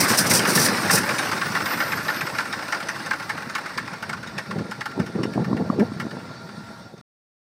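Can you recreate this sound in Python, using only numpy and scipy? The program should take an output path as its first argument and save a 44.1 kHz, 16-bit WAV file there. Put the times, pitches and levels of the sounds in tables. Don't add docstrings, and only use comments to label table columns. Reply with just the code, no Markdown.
import sys
import numpy as np
from scipy import signal
from scipy.fft import rfft, irfft, next_fast_len
from scipy.io import wavfile
from scipy.ndimage import uniform_filter1d, map_coordinates

SR = 44100
rng = np.random.default_rng(int(sys.argv[2]) if len(sys.argv) > 2 else 0)


def to_linear_factor(level_db):
    exponent = np.asarray(level_db, float) / 20
    return 10 ** exponent


def dump(signal):
    limited = np.clip(np.atleast_2d(signal).T, -1, 1)
    pcm = np.round(limited * 32767).astype(np.int16)
    wavfile.write(sys.argv[1], SR, pcm)


N = 329868

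# t/s, clatter level/dB
EFFORT = [(0, -26.5), (0.42, -26.5), (0.74, -28), (1.05, -29), (1.4, -31.5), (1.8, -32.5), (2.2, -35),
          (2.6, -36), (3, -37.5), (3.5, -40), (4, -43), (4.5, -44.5), (5, -47), (6, -48), (6.8, -51)]
IDLE_DB = -31
# t/s, valve open time/s, jet level/dB, bark level/dB
FIRINGS = [(0, 0.013, -16.5, -31.5), (0.014, 0.03, -23.5, -24), (0.078, 0.032, -20, -30),
           (0.11, 0.045, -28, -19), (0.17, 0.034, -17.5, -32), (0.258, 0.012, -24.5, -33),
           (0.295, 0.024, -17, -28), (0.333, 0.028, -16.5, -23.5), (0.36, 0.028, -26.5, -36),
           (0.47, 0.038, -23.5, -23), (0.512, 0.028, -27.5, -26.5), (0.548, 0.016, -16, -21.5),
           (0.581, 0.052, -18.5, -27.5), (0.634, 0.03, -19.5, -20.5), (0.904, 0.056, -19.0, -31.5),
           (0.94, 0.026, -23, -36), (0.97, 0.014, -25.5, -30)]
# f/Hz, level/dB
CASING_SPECTRUM = [(180, -16.5), (300, 1.5), (398, -8.5), (544, -1.5), (722, -5), (850, -3.5), (1740, -1),
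                   (2840, -13.5), (3150, -17.5), (5220, -11.5), (7240, -31.5), (8530, -22), (10500, -54),
                   (13600, -62), (22000, -120)]
# f/Hz, level/dB
JET_SPECTRUM = [(1470, -42), (2500, -5), (2850, -14.5), (3270, -15), (3780, -9), (4470, -3), (4860, 0),
                (5790, 2.5), (6850, -8), (9160, 0), (11300, -10.5), (14500, -7.5), (15500, -14.5)]
# f/Hz, level/dB
PORT_SPECTRUM = [(15, -69), (25, -37), (43, -40), (102, -1), (216, 1), (284, -10.5), (345, -8.5),
                 (469, -10.5), (1200, -29), (1560, -58), (2640, -120)]


def unit(x):
    return x / np.sqrt(np.mean(x ** 2) + 1e-20)


def along(points, hz):
    f, v = np.transpose(points)
    return np.interp(np.log(hz + 1), np.log(f + 1), v)


def curves(rows):
    s, *cols = np.transpose(rows)
    return [np.interp(np.arange(N) / SR, s, c) for c in cols]


def wobble(rate):
    knots = rng.standard_normal(int(N * rate / SR) + 4)
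    return map_coordinates(knots, [np.arange(N) * rate / SR])


def filtered(x, response):
    m = next_fast_len(len(x) + SR // 10)
    return irfft(rfft(x, m) * response(np.fft.rfftfreq(m, 1 / SR)), m)[:len(x)]


def noise(spectrum, rough_db=0, rate=100, patchy_db=2):
    z = signal.stft(rng.standard_normal(N), nperseg=512)[2]
    field = uniform_filter1d(rng.standard_normal(z.shape), size=3, axis=0)
    field = uniform_filter1d(field, size=8, axis=1)
    patchy = signal.istft(z * to_linear_factor(patchy_db * unit(field)), nperseg=512)[1][:N]
    drive = patchy * to_linear_factor(rough_db * wobble(rate))
    return unit(filtered(drive, lambda hz: to_linear_factor(along(spectrum, hz))))


def resonance(centre_hz, width_hz):
    return lambda f: 1j * f * width_hz / (centre_hz ** 2 - f ** 2 + 1j * f * width_hz)


def swell(length, rise, t60):
    t = np.arange(length) / SR
    shape = (1 - np.exp(-t / rise)) * to_linear_factor(-60 * t / t60)
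    return shape / shape.max()


def add(track, s, piece):
    track[round(s * SR):][:len(piece)] += piece


def exhaust():
    jet_power, bark_power = np.zeros(N), np.zeros(N)
    t = np.arange(SR // 4) / SR
    for s, open_s, jet_db, bark_db in FIRINGS:
        blow = (1 - np.exp(-t / 0.0045)) * to_linear_factor(-60 * np.maximum(t - open_s, 0) / 0.11)
        add(jet_power, s, (to_linear_factor(jet_db - 1.0) * blow) ** 2)
        add(bark_power, s, (to_linear_factor(bark_db - 3.5) * blow) ** 2)
    jet = np.sqrt(jet_power) * noise(JET_SPECTRUM, rough_db=1.7, rate=110)
    bark = np.sqrt(bark_power) * noise(CASING_SPECTRUM, rough_db=5.5, rate=180)
    return jet + bark


def stacks():
    idle_rumble_db, rumble_per_clatter_db = -34, 1.92
    thud_db, thud_t60 = -5, 0.26
    power = to_linear_factor(idle_rumble_db + rumble_per_clatter_db * (curves(EFFORT)[0] - IDLE_DB)) ** 2
    for s, _, jet_db, _ in FIRINGS:
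        add(power, s, (to_linear_factor(jet_db + thud_db) * swell(SR // 4, .014, thud_t60)) ** 2)
    return np.sqrt(power) * noise(PORT_SPECTRUM, rough_db=3.5, rate=55)


def contacts():
    # t/s, peak level/dB, crack level/dB
    seats = [(0.5747, -9, -17), (0.6881, -18, -1), (0.773, -13, -12), (0.8977, -5, -23),
             (0.9777, -15, -7.5), (1.0936, -12, -9), (1.1868, -10, -5), (1.3182, -11, -13),
             (1.415, -10, -24.5), (1.5516, -9.5, -19), (1.6605, -13, -10.5), (1.8044, -10, -18.5),
             (1.9231, -11, -15.5), (2.0839, -8.5, -28.5), (2.2123, -13.5, -10), (2.386, -8, -17.5),
             (2.529, -13.5, -13), (2.7253, -9.5, -15.5), (2.8891, -13, -9), (3.1097, -9, -22),
             (3.2959, -11, -12), (3.5531, -11, -14), (3.7789, -11.5, -13), (4.0957, -14, -16),
             (4.3831, -13.5, -12), (4.81, -15, -15.5), (5.235, -19, -10), (5.9998, -16, -18)]
    # share of the way to the next seat, peak level/dB,
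    # slope/dB per doubling of speed, ring f/Hz, crack level/dB
    after_rear = [(.325, -18.5, 2, 1505, -21), (.505, -21.5, 3.5, 1150, -18.5),
                  (.795, -18.5, -2, 1350, -11.5)]
    after_front = [(.135, -15, 2, 1300, -24), (.285, -27.5, .1, 1450, -13), (.49, -19.5, 3, 1400, -18),
                   (.645, -25, 2.5, 1450, -8.5)]
    # t/s, peak level/dB, ring f/Hz, crack level/dB
    strays = [(0.099, -8, 1510, -15), (0.3115, -8.5, 2190, -11.5), (0.3957, -13, 1500, -4.5),
              (0.4542, -8.5, 1570, -15.5), (5.3366, -26.5, 1900, -10.5), (5.4456, -22, 1420, -22),
              (5.5685, -24, 1805, -19), (5.797, -20, 1700, -16), (6.017, -24.5, 1120, -30.5),
              (6.111, -24.5, 1470, -25), (6.195, -36.5, 1060, -8), (6.4903, -29.5, 1400, -20.5),
              (6.981, -33.5, 1177, -6)]
    seat_hz, seat_t60 = (1630, 1630), (0.059, .05)
    front_to_rear = .44
    cam_t60, cam_scatter_db, slowing = .052, 1.55, .2
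    gap = np.diff([s for s, _, _ in seats])
    speed = np.resize([1 - front_to_rear, front_to_rear], len(gap)) / gap
    bend = slowing / speed ** 2
    rows = []
    for k, (s, db, crack_db) in enumerate(seats):
        rows.append((s, db, seat_hz[k % 2], crack_db, seat_t60[k % 2]))
    for k in range(len(gap) - 1):
        for share, db, slope_db, hz, crack_db in (after_rear, after_front)[k % 2]:
            s = seats[k][0] + gap[k] * (share - bend[k] * share * (1 - share))
            peak_db = db + slope_db * np.log2(speed[k] / 2) + cam_scatter_db * rng.normal()
            rows.append((s, peak_db, hz, crack_db, cam_t60))
    return rows + [(*row, cam_t60) for row in strays]


def valves():
    # f/Hz, width/Hz, level/dB
    panels = [(855, 59, 1), (1084, 90, 0.5), (1400, 98, -2.5), (1570, 80, 2), (1750, 66, -2),
              (1975, 190, -4.5), (2167, 65.3, -1.5), (2410, 100, -11.5), (2731, 79, -7.5)]
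    # f/Hz, level/dB
    crack_spectrum = [(1470, -34.5), (2500, 5), (2910, -5), (3290, -14), (3720, -2.5), (4110, -13),
                      (5130, -3.5), (7340, -17), (8480, -15), (12100, -23.5), (15500, -32.5)]
    rings, shake, crack, length = np.zeros(N), np.zeros(N), np.zeros(N), SR // 8
    for s, db, hz, crack_db, t60 in contacts():
        impacts = rng.standard_normal(length) * swell(length, 0.002, 1.22 * t60)
        reach_db = [level + rng.normal(0, 1.2) - 9 * abs(np.log2(c / hz)) for c, _, level in panels]

        def struck(f):
            total = 0.61 * resonance(hz, 300)(f)
            for k, (c, w, _) in enumerate(panels):
                total = total + (-1) ** k * to_linear_factor(reach_db[k]) * resonance(c, w)(f)
            return total

        ring = filtered(impacts, struck)
        add(rings, s - .0022, to_linear_factor(db - 3.5) * ring / np.abs(ring).max())
        add(shake, s - .0025, to_linear_factor(db - 18) * swell(length, 0.0018, 1.0 * t60))
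        add(crack, s - .0035, to_linear_factor(db + crack_db - 5) * swell(length, 0.0005, 1.3 * t60))
    stiff = filtered(noise(CASING_SPECTRUM, rough_db=0, rate=370), lambda f: (1j * f / (900 + 1j * f)) ** 4)
    direct = rings + shake * unit(stiff) + crack * noise(crack_spectrum, rough_db=0.5, rate=390, patchy_db=6)
    hull = rng.standard_normal(length * 2) * swell(length * 2, 0.0082, 0.1)
    return direct + to_linear_factor(-12.5) * signal.fftconvolve(direct, hull / np.linalg.norm(hull))[:N]


def engine():
    idle_hiss_db, hiss_per_clatter_db, leak_db = -37, 1.6, -58.5
    clatter_db, = curves(EFFORT)
    intake = np.hypot(to_linear_factor(idle_hiss_db + hiss_per_clatter_db * (clatter_db - IDLE_DB)), to_linear_factor(leak_db))
    rattle = noise(CASING_SPECTRUM, rough_db=1.5, rate=150, patchy_db=2.5)
    rattle = to_linear_factor(clatter_db + 2.38 + 1.1 * wobble(22)) * rattle
    hiss = noise(JET_SPECTRUM, rough_db=0.5, rate=240, patchy_db=4.0)
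    return rattle + intake * to_linear_factor(-3.0 + 0.74 * wobble(20)) * hiss


def blower():
    # t/s, f/Hz, level/dB
    whistle = [(1.3, 16000, -58), (1.55, 15350, -40), (1.62, 14650, -39), (1.78, 13700, -37),
               (1.95, 12900, -45), (2.08, 12450, -44), (2.42, 11700, -58)]
    hz, db = curves([(1.1, 16740, -100)] + whistle + [(2.6, 11480, -100)])
    phase = 2 * np.pi * np.cumsum(hz + 70 * wobble(45)) / SR
    flutter = to_linear_factor(4.5 * wobble(30))
    smear = wobble(550) * np.sin(phase) + wobble(550) * np.cos(phase)
    return to_linear_factor(db - 3) * flutter * smear


def shudder():
    # t/s, length/s, peak level/dB, f/Hz
    flaps = [
        (4.539, .04, -30, 199.5),
        (5.389, .04, -26, 218),
        (5.556, 0.046, -24, 249.6),
        (5.789, .043, -12, 204.5),
        (6.16, .03, -30.5, 229),
    ]
    # t/s, peak level/dB
    slaps = [
        (4.992, -23),
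        (5.257, -21),
        (5.378, -13.5),
        (5.397, -20),
        (5.704, -25),
        (5.822, -17),
        (5.883, -27.5),
        (6.071, -31),
    ]
    slap_s = 0.00042
    flap, t = np.zeros(N), np.arange(SR // 8) / SR
    pace, sway_db = 1 + .15 * wobble(60), 1.5 * wobble(90)
    for s, hold, db, hz in flaps:
        now = slice(round(s * SR), round(s * SR) + len(t))
        phase = 2 * np.pi * np.cumsum(hz * pace[now]) / SR
        shape = (1 - np.exp(-t / .006)) * to_linear_factor(-60 * np.maximum(t - hold, 0) / .03 + sway_db[now])
        cycle = np.sin(phase) + 0.47 * np.sin(2 * phase + 1) + 0.18 * np.sin(3 * phase)
        add(flap, s, to_linear_factor(db) * shape * cycle)
    u = t[:SR // 100] / slap_s - 3
    for s, db in slaps:
        add(flap, s, -to_linear_factor(db) * (1 - u ** 2) * np.exp(-u ** 2 / 2))
    return flap


def wind():
    # t/s, buffet level/dB
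    wash = [(0, -37), (2.5, -40.5), (2.9, -47), (3.3, -40.5), (4, -41.5), (4.4, -38.5), (4.85, -44),
            (5.6, -27), (6, -38), (6.3, -37.5), (7, -47)]
    # t/s, length/s, buffet level/dB
    gusts = [(4.072, .1, -38), (4.262, 0.12, -41), (4.559, 0.062, -29), (4.78, 0.013, -35.5),
             (4.99, 0.041, -27.5), (5.196, 0.068, -26), (5.378, 0.047, -22), (5.503, .12, -26.5),
             (5.68, 0.022, -27), (5.802, 0.02, -26), (5.893, 0.046, -37), (6.05, .14, -35),
             (6.53, 0.085, -44.5), (6.867, 0.12, -39)]
    # t/s, peak level/dB, f/Hz
    eddies = [(4.584, -16, 187), (4.612, -17, 277), (4.981, -15, 313), (4.992, -14.5, 380),
              (5.017, -16.5, 250), (5.198, -19.5, 290), (5.216, -16.5, 390), (5.237, -15.5, 260),
              (5.257, -12.5, 355), (5.362, -12.5, 285), (5.381, -13.5, 330), (5.4, -13, 260),
              (5.417, -23, 221), (5.484, -14, 220), (5.517, -14, 221), (5.533, -8, 285), (5.55, -11.5, 272),
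              (5.57, -14, 253), (5.602, -15.5, 340), (5.626, -13, 270), (5.704, -7, 262), (5.775, -18, 220),
              (5.791, -9, 344), (5.806, -15, 340), (5.822, -13.5, 300), (5.922, -17, 269),
              (5.967, -19.5, 167), (6.055, -16.5, 230), (6.07, -18, 302), (6.172, -19.5, 233)]
    rise_db_per_s, fall_db_per_s = 197, 250.5
    now = np.arange(N) / SR
    power = to_linear_factor(curves(wash)[0]) ** 2
    for s, hold, db in gusts:
        under_db = rise_db_per_s * np.maximum(s - now, 0) + fall_db_per_s * np.maximum(now - s - hold, 0)
        power = power + to_linear_factor(db - under_db) ** 2
    buffet = to_linear_factor(0.5) * np.sqrt(power) * noise(PORT_SPECTRUM, rough_db=4, rate=70)
    t = np.arange(SR // 20) / SR
    for (s, db, hz), (side, pitch, edge) in zip(eddies, rng.random((len(eddies), 3))):
        push = swell(len(t), 0.0036, 5 / hz) * np.sin(2 * np.pi * 0.91 * hz * t)
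        front = swell(len(t), 0.0028, 0.012) * np.sin(2 * np.pi * (450 + 700 * pitch) * t)
        push = push + to_linear_factor(-24.0 + 17.0 * edge) * front
        add(buffet, s - .004, np.sign(side - .5) * to_linear_factor(db - 1.5) * push)
    breeze = noise([(20, -5.0), (60, -9.5), (130, -2.5), (250, -7.5), (500, -35.5), (2000, -120)])
    return buffet + to_linear_factor(-48 + 3.5 * wobble(6)) * breeze


def apron():
    # f/Hz, level/dB
    hum_spectrum = [(180, -43), (400, -18.5), (660, -6.5), (1400, -7), (2100, -17), (3050, -23.5),
                    (3600, -11), (4570, -12), (6570, -23.5), (9000, -29.5), (10400, -46), (15500, -41)]
    # f/Hz, width/Hz, level/dB
    lines = [(1384.4, 47, -49), (1860, 40, -67), (579, 25, -60), (662.8, 20, -55.5), (815, 36, -57.5),
             (934.5, 20, -57.5), (5520, 20, -64.5), (4520, 53, -60.5)]
    hum = to_linear_factor(-49.5 + 0.73 * wobble(2.6)) * noise(hum_spectrum)
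    for c, w, db in lines:
        line = filtered(rng.standard_normal(N), lambda f: resonance(c, w)(f) ** 2)
        hum = hum + to_linear_factor(db + 1.1 * wobble(4)) * unit(line)
    return hum


def scene():
    machine = exhaust() + stacks() + valves() + engine() + blower()
    return (machine + shudder() + wind() + apron())[None]


def band_limit(x):
    return signal.sosfilt(signal.butter(12, 15660, fs=SR, output="sos"), x)


def record(dry):
    # t/s, level/dB
    fade = [
        (0, 0.5),
        (6.8, 0),
        (6.96, -8),
        (7.013, -6.5),
        (7.015, -65),
        (7.48, -100),
    ]
    top_hz = 15800
    cut = filtered(dry[0], lambda hz: (1j * hz / (90 + 1j * hz)) ** 2 * (hz < top_hz))
    return band_limit((cut * to_linear_factor(curves(fade)[0]))[None])


dry = scene()
out = record(dry)
dump(out)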